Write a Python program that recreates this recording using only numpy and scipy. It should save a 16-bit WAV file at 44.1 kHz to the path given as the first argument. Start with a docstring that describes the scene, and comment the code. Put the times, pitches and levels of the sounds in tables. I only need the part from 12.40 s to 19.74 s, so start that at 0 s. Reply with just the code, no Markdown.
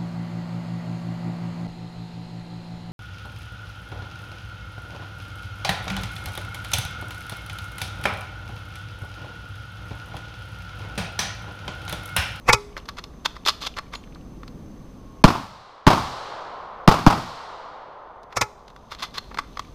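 """Four shotgun shots boom and roll away over an outdoor range, heard from beside a shell belt.
Each is a shock front and a slower boom, then echoes off screens, trees and banks. Before and after,
a clip holder snaps and rings, and shells scrape and click through the gun's loading port.
Behind: air, wind, a distant drone, faint thin tones.
The shots overload the recorder, whose gain drops at once and creeps back."""
import sys
import numpy as np
from scipy import signal
from scipy.fft import rfft, irfft, next_fast_len
from scipy.io import wavfile
from scipy.ndimage import uniform_filter1d

SR = 44100
rng = np.random.default_rng(int(sys.argv[2]) if len(sys.argv) > 2 else 0)


def waveform_to_disk(signal):
    """Save audio, clipped to [-1, 1], as 16-bit WAV at the path in sys.argv[1]."""
    frames = np.transpose(np.atleast_2d(signal))
    scaled = np.clip(frames, -1, 1) * 32767
    samples = np.round(scaled).astype(np.int16)
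    wavfile.write(sys.argv[1], SR, samples)


N = 323694
TIME = np.arange(N) / SR

# treble of shell and cloth friction: freq_hz, gain_db
FRICTION_EDGE = [(600, -32.5), (2000, -7), (3600, 4.5), (5000, -1.5), (6500, -7), (8500, -18.5),
                 (12000, -19), (15500, -25.5)]
# hands at work: start_s, end_s, rustle_db
HANDLING = [(0.299, 1.85, -73), (6.15, 7.34, -61)]


def shots():
    """Direct blasts, discrete echoes, nearby scatter and a long distant roll."""
    firings = [(2.8408, 38, 39, 24, -3.5), (3.4677, 31.5, 27, 19, -1), (4.4770, 37, 37.5, 25, 0),
               (4.6650, 35, 36, 20.5, 0)]  # start_s, front_db, boom_db, near_db, roll_db
    echoes = [(.006, 5.5, 0.0093), (0.013, -12.5, 0.0075), (0.036, 0.5, 0.006), (0.042, -4, 0.0082),
              (.061, -4, .008), (0.11, -12.5, 0.0093)]  # screens, trees, banks: delay_s, gain_db, smear_s
    echo_spectrum = [(40, -10), (130, 2), (260, 3), (480, -6), (850, 2), (1200, 1.5), (1700, -13),
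                     (2800, -15.5), (5000, -18), (8000, -32), (15000, -38.5)]  # freq_hz, gain_db
    roll_spectrum = [(60, -13), (250, -17.5), (500, -6), (1050, 1.5), (1350, -3), (1700, -10),
                     (2500, -13.5), (4200, -4.5), (7000, -16), (15000, -30.5)]  # freq_hz, gain_db
    near_decay = [(50, 0.65), (150, 0.5), (400, 0.32), (1000, 0.45), (4000, 0.46), (14000, 0.47)]  # freq_hz, t60_s
    roll_decay = [(100, 2.5), (500, 2.82), (1000, 2.43), (2000, 1.83), (4000, 1.205), (7000, 0.96),
                  (14000, 0.64)]  # freq_hz, t60_s
    fronts, smear, t = np.zeros(N), np.zeros(N), TIME[:SR // 8]
    front, boom = blast(t, front_hz=981, front_t60_s=0.018, boom_hz=154.3, crest_s=0.0074,
                        suction_db=-12, suction_s=0.013)
    for start_s, front_db, boom_db, near_db, _ in firings:
        add(fronts, start_s, from_db(front_db) * front + from_db(boom_db) * boom)
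        add(smear, start_s - 0.0015, from_db(front_db - 23.5) * np.exp(-t / 0.0012))
        add(smear, start_s, from_db(front_db - 7) * np.exp(-t / 0.0043))
        for delay_s, gain_db, smear_s in echoes:
            # part keeps the front's shape, rough ground smears the rest
            arrival_s = start_s + delay_s + rng.normal(0, 0.00077)
            envelope = np.exp(-t / smear_s) * (1 - np.exp(-t / 0.0012))
            add(fronts, arrival_s, from_db(near_db + gain_db - 7.5) * front)
            add(smear, arrival_s, from_db(near_db + gain_db - 2) * envelope)
    near = scatter([(s, db - 3) for s, _, _, db, _ in firings], echo_spectrum, near_decay, build_s=0.052)
    roll = scatter([(s, db) for s, *_, db in firings], roll_spectrum, roll_decay, build_s=0.23)
    return fronts + tint(smear * rng.standard_normal(N), echo_spectrum) + near + roll


def blast(t, front_hz, front_t60_s, boom_hz, crest_s, suction_db, suction_s):
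    """The shock front rings the camera housing; the slower boom and its suction follow."""
    attack = (1 - np.exp(-t / 0.0006)) ** 2
    front = np.sin(2 * np.pi * front_hz * t) * from_db(-60 * t / front_t60_s) * attack
    phase = 2 * np.pi * boom_hz * (t - crest_s)
    steepened = np.cos(phase) - 0.47 * np.sin(2 * phase)  # a strong pressure wave leans forward
    boom = steepened * (t / crest_s * np.exp(1 - t / crest_s)) ** 8
    suction = -from_db(suction_db) * (t / suction_s * np.exp(1 - t / suction_s)) ** 8
    return front, boom + suction


def scatter(onsets, spectrum, decay, build_s, bands=14):
    """Scattered sound builds after each onset; each band dies at its own rate."""
    size = next_fast_len(N)
    noise = rfft(tint(rng.standard_normal(N), spectrum), size)
    centres_hz = np.geomspace(50, 15000, bands)
    band_index = np.interp(np.fft.rfftfreq(size, 1 / SR), centres_hz, np.arange(bands))
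    out, coarse_s = np.zeros(N), TIME[::32]
    for k, hz in enumerate(centres_hz):
        band = irfft(noise * np.maximum(0, 1 - abs(band_index - k)), size)[:N]
        power = 0
        for start_s, level_db in onsets:
            age_s = np.maximum(coarse_s - start_s, 0)
            build = 1 - np.exp(-age_s / build_s)
            power += (from_db(level_db - 60 * age_s / at_hz(decay, hz)) * build) ** 2
        out += band * np.interp(TIME, coarse_s, np.sqrt(power))
    return out


def holder():
    snaps = [(0.0937, -11, -25, 0.0069, 0.0071, -18.5), (0.1317, -9, -6.5, .002, 0.0054, -17),
             (5.9715, -6, -9.5, 0.0038, 0.0063, -13), (6.014, -3.5, -6.5, 0.0017, 0.0081, -10.5)]  # peak_s, body_db, edge_db, rise_s, fall_s, thump_db
    body_spectrum = [(40, -5.5), (130, -7.5), (300, -8.5), (480, -0.5), (620, -8.5), (900, -6),
                     (1250, -1.5), (1650, -12.5), (2300, -3.5), (3000, -14), (9000, -36)]  # freq_hz, gain_db
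    edge_spectrum = [(500, -15), (2000, -20), (3000, 2), (4300, -1), (5400, 3), (7000, -4.5), (9000, -13.5),
                     (13000, -20.5), (15500, -31)]  # freq_hz, gain_db
    frame_modes = [(411, -13, 0.56), (457, -11.5, 0.033), (854, -7.5, 0.19), (912, -8, 0.11),
                   (1160, -7.5, .06), (1295, -7, .12), (1400, -11, .09), (1714, -10, .05),
                   (2070, -19, 0.07), (2242, -7.5, 0.06), (2500, -10, 0.069), (4700, -34, .2),
                   (5440, -24.5, 0.16), (6310, -30, 0.11)]  # pitch_hz, gain_db, t60_s
    body, edge = np.sqrt(contact_power([row[:5] for row in snaps])) * grit(spread_db=4.5)
    chatter = from_db(1.5) * tint(body, body_spectrum) + from_db(1) * tint(edge, edge_spectrum)
    frame = sum((-1) ** k * from_db(db) * resonance(body, hz, t60_s)
                for k, (hz, db, t60_s) in enumerate(frame_modes))
    thumps, t = np.zeros(N), TIME[:SR // 4]
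    swell = t / 0.0095 * np.exp(1 - t / 0.0082)
    thump = swell * (np.sin(2 * np.pi * 112 * t) + 0.56 * np.sin(2 * np.pi * 48 * t))
    for peak_s, *_, thump_db in snaps:
        add(thumps, peak_s, from_db(thump_db - 2) * thump)
    return chatter + frame + thumps


def loading():
    """Plastic hulls and brass rims scrape and click through the resonant loading port."""
    body_spectrum = [(100, -37), (350, -3.5), (700, -4.5), (1150, 6), (1650, -1), (2200, -3.5), (3200, -21),
                     (9000, -52)]  # freq_hz, gain_db
    port_modes = [(1135, 180, -6), (2070, 190, -4), (2690, 70, -3), (3470, 270, -0.5), (4270, 160, 3),
                  (4960, 150, 1.5), (5890, 110, -9)]  # shells and port: centre_hz, width_hz, gain_db
    body, edge = shell_force() * grit(spread_db=5.5)
    rub = from_db(-1) * (tint(body, body_spectrum) + tint(edge, FRICTION_EDGE))
    return rub + sum(from_db(db) * signal.lfilter(*signal.iirpeak(hz, hz / width_hz, fs=SR), rub)
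                     for hz, width_hz, db in port_modes)


def shell_force(click_rise_s=0.0007, click_fall_s=0.0035, slide_db=-16.5, slide_onset_s=0.008):
    """Body and edge envelopes: rims click; pushed shells slide softly, then catch."""
    rim_clicks = [(0.3672, -25.5, -40), (0.456, -40, -39.5), (0.6396, -36, -32.5), (1.063, -16.5, -18),
                  (1.074, -19.5, -13), (1.3695, -28.5, -34), (1.5516, -30.5, -27.5), (1.758, -40, -73),
                  (2.0324, -34.5, -48), (2.0785, -40.5, -42.5), (5.8323, -32, -33.5), (6.28, -35.5, -37.5),
                  (6.301, -35, -39), (6.362, -35, -40.5), (6.548, -26, -30.5), (6.9124, -26.5, -52),
                  (6.945, -27.5, -34.5), (6.973, -27.5, -37.5), (7.1714, -24.5, -34.5), (7.194, -22, -27.5)]  # peak_s, body_db, edge_db
    pushes = [(0.377, -33, -37, 0.011, 0.0085), (0.489, -26.5, -30, 0.0067, 0.0052),
              (.5857, -27, -33, 0.02, .0055), (.858, -13.5, -15, 0.012, .003),
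              (0.9667, -30, -38, 0.019, 0.0033), (1.087, -13, -11, 0.037, .0065),
              (1.268, -23.5, -20.5, 0.063, .0055), (1.3873, -16.5, -25.5, .026, 0.0029),
              (1.537, -32, -37.5, 0.017, 0.012), (5.927, -23, -35, 0.031, 0.007),
              (6.519, -27.5, -31, .003, 0.014), (6.631, -23.5, -24.5, 0.05, .014),
              (6.7821, -21.5, -23, 0.047, 0.0037), (6.989, -21, -27.5, .006, 0.0051)]  # catch_s, body_db, edge_db, slide_s, fall_s
    clicks = [(*row, click_rise_s, click_fall_s) for row in rim_clicks]
    catches = [(*row, 0.45 * fall_s, fall_s) for *row, _, fall_s in pushes]
    power = contact_power(clicks + catches)
    for catch_s, body_db, edge_db, slide_s, _ in pushes:
        span = slice(int((catch_s - slide_s) * SR), int(catch_s * SR))
        pressure = np.clip((TIME[span] - catch_s + slide_s) / slide_onset_s, 0, 1)
        power[:, span] += (from_db([[body_db], [edge_db]]) * from_db(slide_db) * pressure) ** 2
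    return np.sqrt(power)


def brass_ping(start_s=1.5497, t60_s=0.16):
    """A shell head rings once, in two modes."""
    tap = np.zeros(N)
    add(tap, start_s, np.ones(1))
    return from_db(-46) * ring(tap, 6790, t60_s) + from_db(-58) * ring(tap, 10900, t60_s)


def fidgets(rate_per_s=24, level_db=-47.5, t60_s=0.004, low_hz=1600, high_hz=4000, pitches=8):
    """Fingers and loose shells tick at random pitches while the hands work."""
    activity = sum(busy(start_s, end_s) for start_s, end_s, _ in HANDLING)
    touched = rng.random(N) < activity * rate_per_s / SR
    touches = touched * from_db(level_db + 3 * np.clip(rng.standard_normal(N), -2, 1.5))
    pitch_index = rng.integers(0, pitches, N)
    scrape, ticks = grit(spread_db=7), np.zeros(N)
    pole = np.exp(-1 / (0.0031 * SR))
    for k, hz in enumerate(np.geomspace(low_hz, high_hz, pitches)):
        force = signal.lfilter([1], [1, -pole], touches * (pitch_index == k) + 1e-18)
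        ticks += resonance(force * scrape, hz, t60_s)
    return signal.sosfilt(signal.butter(2, low_hz, "high", fs=SR, output="sos"), ticks)


def clothes():
    """Cloth rustles while the hands work."""
    envelope = sum(from_db(db) * busy(start_s, end_s) for start_s, end_s, db in HANDLING)
    return envelope * tint(grit(spread_db=4.5), FRICTION_EDGE)


def open_air(air_db=-53.5, wind_db=-44.5, drone_db=-49.5, swell_db=8.5, swell_s=2.16, width_s=0.5):
    """Air, wind on the microphone, and a drone that swells once like something passing far off."""
    air_spectrum = [(240, -31.5), (400, 0), (607, -3.5), (1070, -8.5), (1760, -18.5), (5350, -24.5),
                    (6240, -27), (6950, -32), (14600, -36), (16000, -52.5)]  # freq_hz, gain_db
    drone_spectrum = [(50, -18.5), (120, -2.5), (230, -0.5), (320, -6.5), (400, -16.5), (500, -14.5),
                      (700, -32), (2000, -53.5)]  # freq_hz, gain_db
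    wind_spectrum = [(20, -5), (48, 3.5), (80, -6), (150, -14), (400, -23.5), (1000, -57)]  # freq_hz, gain_db
    swell = np.exp(-((TIME - swell_s) / width_s) ** 2)
    air = from_db(air_db) * tint(rng.standard_normal(N), air_spectrum)
    drone = from_db(drone_db + swell_db * swell) * tint(rng.standard_normal(N), drone_spectrum)
    wind = from_db(wind_db) * tint(rng.standard_normal(N), wind_spectrum)
    return air + drone + wind


def thin_tones(whine_hz=6175, whistle_hz=1082, whistle_start_s=2.6, whistle_end_s=2.84):
    """Narrow bands of hum, a steady whine and one faint far whistle."""
    hum_bands = [(6200, 90, -71.5), (1130, 90, -62.5)]  # centre_hz, width_hz, level_db
    hum = sum(from_db(db) * resonance(rng.standard_normal(N), hz, np.log(1000) / (np.pi * width_hz))
              for hz, width_hz, db in hum_bands)
    drift_rad = np.cumsum(rng.normal(0, 0.027, N))
    whine = from_db(-71) * np.sin(2 * np.pi * whine_hz * TIME + drift_rad)
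    gate = uniform_filter1d(1.0 * ((TIME >= whistle_start_s) & (TIME < whistle_end_s)), size=2000)
    whistle = from_db(-55) * gate * np.sin(2 * np.pi * whistle_hz * TIME)
    return hum + whine + whistle


def surroundings(x, wet_db, t60_s):
    """Ground and screens return a faint short tail."""
    t = TIME[:SR // 2]
    tail = rng.standard_normal(len(t)) * from_db(-60 * t / t60_s) * (1 - np.exp(-t / 0.0037))
    return x + from_db(wet_db) * signal.fftconvolve(x, tail / np.linalg.norm(tail))[:N]


def contact_power(contacts):
    """Body and edge power: friction builds to each peak, then dies."""
    power = np.zeros((2, N))
    for peak_s, body_db, edge_db, rise_s, fall_s in contacts:
        span = slice(max(0, int((peak_s - 0.2) * SR)), int((peak_s + 0.3) * SR))
        age_s = TIME[span] - peak_s
        shape = np.exp(np.minimum(age_s / rise_s, -age_s / fall_s))
        power[:, span] += (from_db([[body_db], [edge_db]]) * shape) ** 2
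    return power


def grit(spread_db, grain_samples=24):
    """Dense tiny contacts of uneven size; rms 1."""
    sizes = from_db(spread_db * np.clip(rng.standard_normal(N // grain_samples + 1), -2, 2))
    return rms_one(rng.standard_normal(N) * np.repeat(sizes, grain_samples)[:N])


def busy(start_s, end_s):
    """Gate with 0.1 s ramps."""
    return np.clip(np.minimum(TIME - start_s, end_s - TIME) / 0.1 + 0.5, 0, 1)


def ring(x, hz, t60_s):
    """One mode; a unit click starts a decaying sine of height 1."""
    radius, angle = from_db(-60 / (t60_s * SR)), 2 * np.pi * hz / SR
    return signal.lfilter([0, np.sin(angle)], [1, -2 * radius * np.cos(angle), radius ** 2], x + 1e-18)


def resonance(x, hz, t60_s):
    """One mode; keeps the power of white noise."""
    return ring(x, hz, t60_s) * np.sqrt(4 * np.log(1000) / (t60_s * SR))


def tint(x, spectrum, size=8192):
    """Minimum-phase filter; keeps the power of white noise."""
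    gain = rms_one(from_db(at_hz(spectrum, np.fft.rfftfreq(size, 1 / SR))))
    cepstrum = irfft(np.log(gain))
    cepstrum[1:size // 2] *= 2
    cepstrum[size // 2 + 1:] = 0
    return signal.fftconvolve(x, irfft(np.exp(rfft(cepstrum))))[:len(x)]


def at_hz(points, hz):
    """Table lookup on a log-frequency axis."""
    freq_hz, value = np.transpose(points)
    return np.interp(np.log(np.maximum(hz, 1)), np.log(freq_hz), value)


def add(track, start_s, sound):
    start = int(round(start_s * SR))
    track[start:start + len(sound)] += sound[:N - start]


def from_db(db):
    return 10 ** (np.asarray(db) / 20)


def rms_one(x):
    return x / np.sqrt(np.mean(x ** 2) + 1e-20)


def scene():
    """Shots, reloading and background at one microphone."""
    shells = surroundings(loading() + brass_ping() + fidgets(), wet_db=-18, t60_s=0.4)
    snaps = surroundings(holder(), wet_db=-26, t60_s=0.52)
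    return (shots() + snaps + shells + open_air() + clothes() + thin_tones())[None]


def gain_control(x, threshold_db, release_db_per_s, attack_s, ahead_s):
    """Look-ahead limiter: ducks fast, recovers slowly."""
    level_db = 10 * np.log10(np.maximum(uniform_filter1d(x ** 2, size=440), 1e-12))
    excess_db = np.maximum(level_db - threshold_db, 0)
    recovery_db = release_db_per_s * TIME
    duck_db = np.maximum.accumulate(excess_db + recovery_db) - recovery_db
    pole = np.exp(-1 / (attack_s * SR))
    duck_db = signal.lfilter([1 - pole], [1, -pole], duck_db)
    return x * from_db(-np.interp(TIME + ahead_s, TIME, duck_db))


def record(dry):
    """Gain control, flat-topped overload, steep low-pass."""
    x = gain_control(dry[0], threshold_db=1, release_db_per_s=13.5, attack_s=0.01, ahead_s=0.012)
    clipped = 0.97 * x / (1 + x ** 6) ** (1 / 6)
    cutoff_hz = 15450
    return signal.sosfilt(signal.ellip(10, 0.2, 80, cutoff_hz, fs=SR, output="sos"), clipped)[None]


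dry = scene()
out = record(dry)
waveform_to_disk(out)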